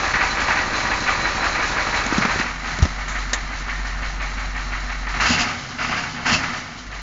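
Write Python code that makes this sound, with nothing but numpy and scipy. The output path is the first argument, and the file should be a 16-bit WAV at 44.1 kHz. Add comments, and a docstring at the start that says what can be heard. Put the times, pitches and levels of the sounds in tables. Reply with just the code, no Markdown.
"""A V8 diesel pickup idles with its hood open, heard first from the open door. Each firing knocks the
block and sends an exhaust pulse into the cab; injectors tick between firings, unequal cylinders make
the engine lope, and the belt squeaks faintly. From about 2 s, climbing in brings a few bumps, a heavy
thump and a hard click, and the engine is heard through the resonances of the cab. From about 5 s the
throttle is blipped three times: the knock hardens and the engine note sweeps through the cab modes."""
import sys
import numpy as np
from scipy import signal
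from scipy.fft import rfft, irfft, next_fast_len
from scipy.io import wavfile
from scipy.ndimage import uniform_filter1d

SR = 44100
rng = np.random.default_rng(int(sys.argv[2]) if len(sys.argv) > 2 else 0)


def transcribe(u):
    """Save the signal u as a 16-bit wav file named by the first command-line argument.

    u: samples, shape (n,) or (channels, n), limited to [-1, 1]; the rate is SR.
    q: integer samples, one column per channel.
    """
    v = np.clip(np.atleast_2d(u).T, -1, 1)
    q = np.round(v * 32767).astype(np.int16)
    wavfile.write(sys.argv[1], SR, q)


N = 309573
T = np.arange(N) / SR

# relative strength of the cylinders in firing order, scaled by each layer (level/dB)
CYLINDER_LEVELS = [-3.0, -3.5, 3.5, 2.7, 1.0, -.6, -2.0, -2.6]
# firing rate at idle (t/s, f/Hz)
IDLE_RATE = [(0, 45.6), (.7, 45.8), (1.0, 47.2), (1.3, 46.0), (2.3, 46.3), (3.0, 46.0), (5.15, 46.0)]
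# presses of the pedal (t/s, duration/s, relative fuel)
PEDAL_PRESSES = [(5.138, .07, 0.46), (5.199, 0.15, 1.1), (5.378, 0.045, 0.94), (5.783, 0.21, 0.73),
                 (6.146, 0.066, 0.28), (6.214, 0.044, 0.26), (6.252, 0.1, 1.0)]
# hard firings that flare into a rattle (t/s, accent/dB, decay/s, ring f/Hz)
HARD_FIRINGS = [(0.032, 1.5, 0.011, 1780), (0.138, 9.5, 0.055, 1910), (0.201, 1.5, 0.028, 2280),
                (0.372, 6, 0.009, 2160), (0.482, 7.5, 0.061, 870), (0.505, 3, 0.031, 1460),
                (0.739, -2.5, 0.019, 990), (0.853, 2, 0.037, 1850), (1.064, 3.5, 0.06, 2280),
                (1.24, 2.5, 0.023, 1830), (1.443, 2, 0.03, 1670), (1.550, 7, 0.03, 1310),
                (1.612, 0, 0.044, 2820), (1.864, 4, 0.026, 1210), (1.938, 1, 0.022, 1820),
                (2.137, 0, 0.046, 1300), (2.221, 8, 0.032, 2160), (2.39, 8, 0.036, 2530),
                (3.080, 4, 0.066, 1080), (3.147, 1, 0.045, 1840), (3.691, 2, 0.071, 1900),
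                (3.859, -0.5, 0.061, 1820), (4.197, 1, 0.086, 2530), (4.550, 1, 0.069, 2790),
                (4.719, 2.5, 0.073, 2790), (4.885, 2.5, 0.029, 2660), (5.782, -0.5, 0.015, 2280),
                (5.842, 1.5, 0.035, 1750), (5.918, 4.5, 0.038, 2700), (5.97, 1.5, 0.04, 1680),
                (6.261, 0.5, 0.038, 2600), (6.292, 3, 0.026, 2700), (6.435, 4.5, 0.05, 1900),
                (6.535, 4, 0.094, 1800)]


def undb(db):
    """Amplitude ratio of a level in decibels."""
    return 10 ** (np.asarray(db) / 20)


def unit(x):
    """Normalisation to rms 1."""
    return x / np.sqrt(np.mean(x ** 2))


def steady(x):
    """Normalisation to a running rms of 1 over a third of a second."""
    return x / np.sqrt(uniform_filter1d(x ** 2, SR // 3) + 1e-12)


def between(table):
    """Linear interpolation of (t/s, value) points over the scene."""
    return np.interp(T, *np.transpose(table))


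def dying(start, decay_s):
    """Exponential decay from 1 after a sudden onset."""
    return (T >= start) * np.exp(-np.abs(T - start) / decay_s)


def held(start, end, rise_s, fall_s):
    """First-order lag: a rise towards 1 from the start and a fall to 0 after the end."""
    return (1 - np.exp(-np.maximum(T - start, 0) / rise_s)) * np.exp(-np.maximum(T - end, 0) / fall_s)


def colour(x, points, modes=()):
    """Minimum-phase filter: a broad (f/Hz, level/dB) shape with resonant peaks and dips on top."""
    size = 2 * next_fast_len(N // 2 + SR // 4)
    f = np.maximum(np.fft.rfftfreq(size, 1 / SR), 1)
    hz, db = np.transpose(points)
    shape = np.interp(np.log(f), np.log(hz), db)
    for centre, width, peak in modes:
        shape = shape + peak / (1 + (2 * (f - centre) / width) ** 2)
    # folding the cepstrum makes the filter causal
    cepstrum = irfft(np.log(undb(shape)))
    cepstrum[1:size // 2] *= 2
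    cepstrum[size // 2 + 1:] = 0
    return irfft(rfft(x, size) * np.exp(rfft(cepstrum)))[:N]


def revving(spin_up_s=.145, coast_s=.315):
    """Flywheel inertia: speed above idle, as a share of the full rev, rises fast and falls slowly."""
    # top of each blip (t/s, share of the full rev)
    blips = [(5.42, 1), (5.98, .57), (6.39, 1)]
    swells = [share * np.exp(-((T - s) / np.where(T < s, spin_up_s, coast_s)) ** 2)
              for s, share in blips]
    return np.max(swells, axis=0)


def fuelling():
    """Fuel follows the pedal with a first-order lag."""
    doses = [fuel * held(s, s + length, rise_s=.0049, fall_s=.062) for s, length, fuel in PEDAL_PRESSES]
    return np.max(doses, axis=0)


def firings(crank, lag, scatter_db, jitter_s, uneven_s):
    """Quasi-periodic impulses (sample, cylinder, size); each cylinder has its own timing offset."""
    number = np.arange(-1, int(crank[-1]))
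    cylinder = number % 8
    offset = uneven_s * rng.standard_normal(8)
    jitter, scatter = rng.standard_normal((len(number), 2)).T
    when = np.interp(number + lag, crank, T, left=-1) + offset[cylinder] + jitter_s * jitter
    return np.clip(when * SR, 0, N - 1).astype(int), cylinder, undb(scatter_db * scatter)


def bursts(at, cylinder, size, decay_s, tail_db, tail_s, repeat):
    """Impulses excite decaying noise; the share `repeat` of its power recurs with each cylinder."""
    t = T[:SR // 8]
    envelope = np.hypot(np.exp(-t / decay_s), undb(tail_db) * np.exp(-t / tail_s))
    blows = np.zeros((8, N))
    blows[cylinder, at] = size
    recurring = sum(signal.oaconvolve(own, envelope * rng.standard_normal(len(t)))[:N] for own in blows)
    power = np.abs(signal.oaconvolve(blows.sum(0) ** 2, envelope ** 2)[:N])
    return np.sqrt(repeat) * recurring + np.sqrt((1 - repeat) * power) * rng.standard_normal(N)


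def body_hum(crank, inside, rev):
    """Forced resonance: the idle firing rate sits on a low body mode, whose hum fades as speed rises."""
    # level of the hum at idle speed (t/s, level/dB)
    hum_levels = [(2.3, -36.5), (2.95, -29.5), (3.3, -27), (3.55, -31.5), (3.8, -27), (5.2, -28),
                  (7.0, -31)]
    push = np.cos(2 * np.pi * crank) + undb(13.5 - 3.6 * inside) * rng.standard_normal(N)
    spectrum = [(12, -6.5), (46, -12.0), (90, -13.5), (200, -47.0), (600, -100)]
    hum = steady(colour(push, spectrum, modes=[(46.3, 18, 3.3)]))
    detuned = np.interp(T - .092, T, np.tanh(rev / .65))  # delayed, as the mode rings on
    return undb(between(hum_levels) - 24 * detuned) * hum


def belt_squeaks(wobble_hz=40):
    """Friction: the belt slips on a pulley in short chirps of unsteady pitch."""
    # slips of the belt (t/s, f/Hz, rms level/dB, half duration/s)
    slips = [(.315, 4060, -31, .024), (.760, 4045, -32, .022), (.900, 4130, -36, .025),
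             (1.085, 4050, -35, .03), (1.245, 4045, -31.5, .032), (1.420, 4040, -37, .03),
             (1.535, 4130, -35, .028), (1.975, 3950, -31, .018), (2.330, 4050, -38, .03)]
    wobble = np.cumsum(wobble_hz * unit(uniform_filter1d(rng.standard_normal(N), SR // 600))) / SR
    chirps = np.zeros(N)
    for s, hz, db, half_s in slips:
        envelope = np.sqrt(2) * undb(db) * np.exp(-((T - s) / half_s) ** 2)
        chirps += envelope * np.sin(2 * np.pi * (hz * T + wobble))
    return chirps


def panel_bumps():
    """Damped oscillation: soft blows give a short, low swing with a scuff of noise on top."""
    # climbing in, then the engine lurching on its mounts
    # (t/s, level/dB, f/Hz, decay/s, relative scuff level/dB)
    impacts = [(2.064, -9, 250, 0.0033, -10), (2.124, -5.5, 280, 0.0035, -15),
               (2.181, -3.5, 205, 0.0057, -10.5), (2.208, -16, 130, 0.0077, -3),
               (2.25, -10, 195, 0.0052, -4), (2.352, -14, 92, 0.0077, -6), (2.397, -12.5, 283, 0.0036, -2),
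               (2.787, -13.5, 140, 0.0047, -1.5), (2.797, -13, 177, 0.0057, -29),
               (2.823, 6.5, 73.4, 0.0088, -28), (2.825, -3, 130, 0.0055, -12.5),
               (2.851, -11.5, 202, 0.0064, -5.5), (4.018, -16, 70, 0.0077, -14),
               (5.296, -19, 77.4, .025, -18), (5.291, -18, 166, 0.037, -20),
               (5.301, -12.5, 241, 0.021, -17), (6.315, -19, 236, 0.022, -19),
               (6.322, -18.5, 162, 0.025, -18), (6.324, -28, 82, 0.022, -22)]
    scuff_spectrum = [(60, -23), (190, 1.5), (340, 1), (520, -4.5), (730, -3.5), (1200, -17),
                      (6000, -14.0), (9000, -55.5)]
    thuds, scuffs = np.zeros(N), np.zeros(N)
    for s, db, hz, decay, scuff_db in impacts:
        t = np.maximum(T - s, 0)
        envelope = undb(db) * np.exp(-t / decay) * (1 - np.exp(-t * hz * 3))
        # a panel radiates little below its own pitch
        radiation = signal.butter(2, .5 * hz, "highpass", fs=SR, output="sos")
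        thuds -= signal.sosfilt(radiation, envelope * np.sin(2 * np.pi * hz * t) + 1e-18)
        scuffs += envelope * undb(scuff_db)
    return thuds + scuffs * unit(colour(rng.standard_normal(N), scuff_spectrum))


def plastic_clicks():
    """Hard impacts excite a broad band: plastic snaps that die quickly in the cab."""
    # snaps before filtering (t/s, level/dB, decay/s)
    snaps = [(2.064, -12, 0.002), (2.179, -11.5, 0.0027), (2.787, -15.5, 0.0025), (2.821, -16.5, 0.013),
             (3.081, -22.5, 0.072), (3.332, -1.5, 0.0094)]
    # response of the plastic (f/Hz, level/dB)
    spectrum = [(250, -16), (700, -8), (1100, -27.5), (1650, 7.5), (2400, -13), (3700, -3), (5000, -13.5),
                (6400, -0.5), (7300, -3.5)]
    envelope = sum(undb(db) * dying(s, decay) for s, db, decay in snaps)
    return colour(envelope * rng.standard_normal(N), spectrum)


def engine_note(crank, flutter_db=1.8, flutter_hz=11):
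    """Harmonic series of the firing rate: each partial swells as it glides across a cab mode."""
    # harmonics 1 to 5 before filtering (level/dB)
    harmonic_levels = [-8, -1.5, -6, -6, -9]
    # broad response to the note (f/Hz, level/dB)
    spectrum = [(50, -12), (75, 0), (100, -7), (135, -1), (200, -5), (270, -3), (330, -10), (450, -11)]
    # booms of the cab (f/Hz, width/Hz, level/dB)
    cab_modes = [(76, 10, 5), (162, 22, 3), (241, 20, 12)]
    slow = signal.butter(2, flutter_hz, fs=SR, output="sos")
    partials = np.zeros(N)
    for k, db in enumerate(harmonic_levels, 1):
        flutter = unit(signal.sosfilt(slow, rng.standard_normal(N)))
        partials += undb(db + flutter_db * flutter) * np.sin(2 * np.pi * k * crank)
    return colour(partials, spectrum, cab_modes)


def exhaust_drone(crank, inside):
    """Cavity resonance: exhaust puffs shake the body and drive the air modes of the cab."""
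    # broad spectrum of the drone (f/Hz, level/dB)
    spectrum = [(20, -4.5), (40, 7.5), (80, 1.5), (125, 0.5), (190, 0.5), (290, -4.5), (400, -7),
                (600, -5.5), (1200, -62.5)]
    # peaks and dips beside the engine bay and in the cab (f/Hz, width/Hz, level/dB)
    bay_modes = [(81.4, 18, 4.5), (102, 18, -5.5), (128.6, 9.5, 10), (151, 48, -4.5), (310, 86, 4.5),
                 (534, 150, 3)]
    cab_modes = [(87, 14, 6.4), (128, 17, 5.9), (159, 24, 7), (245.4, 25.4, 13.8), (268, 16, 4)]
    pulses = firings(crank, lag=.5015, scatter_db=.5, jitter_s=.0002, uneven_s=.002394)
    puffs = unit(bursts(*pulses, decay_s=.033, tail_db=-1, tail_s=.026, repeat=.72))
    bay = steady(colour(puffs, spectrum, bay_modes))
    cab = steady(colour(puffs, spectrum, cab_modes))
    return steady((1 - inside) * bay + inside * cab)


def injector_ticks(crank, off_idle, fuel, rasp_fuel=.59):
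    """Impact noise of injectors and valves: light at idle, a rasp under fuel, a hiss while coasting."""
    # broad spectrum of the ticks (f/Hz, level/dB)
    spectrum = [(1500, -31), (2400, -16), (2800, -2), (3300, -4), (4100, -1), (4800, -3.5), (5600, -2),
                (6600, -2.5), (7300, -7.5)]
    # metal resonances at idle, under load and coasting (f/Hz, width/Hz, level/dB)
    idle_modes = [(4050, 190, 6.5), (4460, 130, 4.6), (5400, 27, 1.3)]
    load_modes = [(2250, 140, 7), (2560, 290, 14), (2750, 350, 10.5), (3130, 160, 7.5), (3800, 340, -3.5),
                  (4420, 63, 5), (4870, 810, 8), (6800, 180, 2.5)]
    coast_modes = [(3050, 220, 8.5), (3780, 290, 1.2), (4850, 1800, 3.6)]
    at, cylinder, size = firings(crank, lag=.6, scatter_db=2.5, jitter_s=.002, uneven_s=.004)
    size = size * undb(.5 * np.array(CYLINDER_LEVELS))[cylinder]
    ticks = bursts(at, cylinder, size, decay_s=.0071, tail_db=6.5, tail_s=.08, repeat=.17)
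    light, rasp, hiss = (steady(colour(ticks, spectrum, modes))
                         for modes in (idle_modes, load_modes, coast_modes))
    load = np.tanh(fuel / rasp_fuel)
    return steady((1 - off_idle) * light + off_idle * (load * rasp + (1 - load) * hiss))


def flare_rings(clatter, width_hz=130, gain_db=-2.5):
    """Selective resonance: each hard firing makes one part of the engine ring in a narrow band."""
    rings = np.zeros(N)
    for s, _, decay, hz in HARD_FIRINGS:
        span = (T >= s) & (T < s + .4)
        part = signal.butter(1, [hz - width_hz / 2, hz + width_hz / 2], "bandpass", fs=SR, output="sos")
        rings[span] += signal.sosfilt(part, clatter[span] * np.exp(-(T[span] - s) / decay))
    return undb(gain_db) * rings


def knock_accents(crank, off_idle, fuel):
    """Amplitude modulation in dB: unequal cylinders lope once in two turns; fuel adds hammering."""
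    # depth of the lope (t/s, share of the cylinder differences)
    lope_depth = [(0.4, 0.76), (1.2, 0.74), (1.6, 0.68), (2.3, .5), (2.9, 0.58), (5.0, 0.82)]
    since_hardest_s = (crank - np.argmax(CYLINDER_LEVELS)) % 8 / between(IDLE_RATE)
    snap = 1.5 * np.exp(-since_hardest_s / .006)
    cycle = np.array(CYLINDER_LEVELS)[np.floor(crank).astype(int) % 8] + snap
    lope = cycle * (1 - off_idle) * between(lope_depth)
    hammer = 3 * fuel * (.5 - crank % 1)
    flare = sum(db * dying(s, decay) for s, db, decay, _ in HARD_FIRINGS)
    # the first firings of a press knock hardest
    bite = sum(4.5 * depth * dying(s, decay_s=.062) for s, _, depth in PEDAL_PRESSES)
    return uniform_filter1d(lope + hammer + flare + bite, SR // 300)


def combustion_knock(crank, inside, off_idle, fuel):
    """Impulse excitation: each combustion rings the block's modes and rebounds around the engine bay."""
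    # broad spectrum of the knock (f/Hz, level/dB)
    spectrum = [(100, -30), (200, -19), (330, -9.5), (450, -12.5), (620, -9), (800, -3), (1000, -1.5),
                (1250, 0), (1550, -0.5), (1900, -3), (2300, -4.5), (2700, -10.5), (3200, -17.5),
                (4500, -18), (7000, -36.5)]
    # peaks and dips beside the bay, in the cab, and added there off idle (f/Hz, width/Hz, level/dB)
    bay_modes = [(577, 30, 3), (620, 36, 5.5), (775, 35, 6), (960, 28, 4.5), (1207, 41, 5), (1710, 56, 4.5),
                 (1872, 52, 5), (1958, 39, 6.5), (2268, 29, 8.5), (2470, 56, 5), (2655, 45, 4),
                 (2600, 54, 4), (3030, 59, 2.5)]
    cab_modes = [(480, 130, -5), (631, 21, 6), (721, 37, 5.5), (845, 30, 4), (930, 380, -2),
                 (1204, 56, 1.5), (1283, 24, 3.5), (1640, 35, -2.5), (1822, 100, 6), (2015, 100, 5),
                 (2214, 62, 5.5), (2765, 88, 5.5), (3110, 110, 6)]
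    rev_modes = [(694, 160, 2), (1547, 51, 2), (1730, 50, 2), (1830, 210, -4.5), (2314, 44, 0)]
    at, cylinder, size = firings(crank, lag=.3, scatter_db=1, jitter_s=.002, uneven_s=.004)
    size = size ** (1 + 1.5 * off_idle[at])  # off idle the knocks differ more in strength
    blows = bursts(at, cylinder, size, decay_s=.004, tail_db=0, tail_s=.06, repeat=.22)
    bay, cab_idle, cab_revved = (steady(colour(blows, spectrum, modes))
                                 for modes in (bay_modes, cab_modes, cab_modes + rev_modes))
    cab = (1 - off_idle) * cab_idle + off_idle * cab_revved
    clatter = steady((1 - inside) * bay + inside * cab)
    clatter = clatter + flare_rings(clatter)
    # a harder knock is also brighter: accents act more strongly on the treble
    accent_db = knock_accents(crank, off_idle, fuel)
    dull = signal.sosfiltfilt(signal.butter(2, 1400, fs=SR, output="sos"), clatter)
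    return dull * undb(.7 * accent_db) + (clatter - dull) * undb(1.3 * accent_db)


def scene():
    """Superposition: one crank phase drives all engine layers; speed and fuel set their levels."""
    # transmission of the engine past door and cab (t/s, level/dB)
    shielding = [(2.3, 2.4), (2.45, 0), (2.57, -7), (2.72, -1), (2.95, -6), (3.12, -5), (3.55, -5.5),
                 (5.3, -6), (6.3, -5), (7.0, -8.5)]
    rev, fuel = revving(), fuelling()
    off_idle = held(5.18, 6.857, rise_s=.076, fall_s=.076)  # the governor cuts the idle fuel
    inside = np.interp(T, [2.16, 2.6], [0, 1])  # from beside the engine bay into the cab
    firing_hz = between(IDLE_RATE) + 36.6 * rev
    crank = np.cumsum(firing_hz) / SR + .5  # phase, counted in firings
    harshness = np.tanh(fuel / .97) * (1 - .56 * rev)  # saturates with fuel, softens with speed
    knock_db = -25.5 + 9.5 * rev + 18 * harshness - 8 * off_idle
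    tick_db = -32.5 + 8 * rev + 14 * fuel ** 2 - 3 * off_idle
    drone_db = -34 + 5.5 * rev + 7 * fuel - 1.5 * off_idle
    note_db = -36 + 4.5 * rev
    engine = (undb(knock_db) * combustion_knock(crank, inside, off_idle, fuel)
              + undb(tick_db) * injector_ticks(crank, off_idle, fuel)
              + undb(drone_db) * exhaust_drone(crank, inside)
              + undb(note_db) * off_idle * engine_note(crank))
    shielded = undb(between(shielding)) * engine
    hum = body_hum(crank, inside, rev)
    return (shielded + hum + belt_squeaks() + panel_bumps() + plastic_clicks())[None]


def record(dry, top_hz=7250):
    """Clipping and band limiting: the microphone overloads on the thump and passes no high treble."""
    clipped = np.clip(dry, -.71, .71)
    return signal.sosfilt(signal.ellip(10, .2, 80, top_hz, fs=SR, output="sos"), clipped)


dry = scene()
out = record(dry)
transcribe(out)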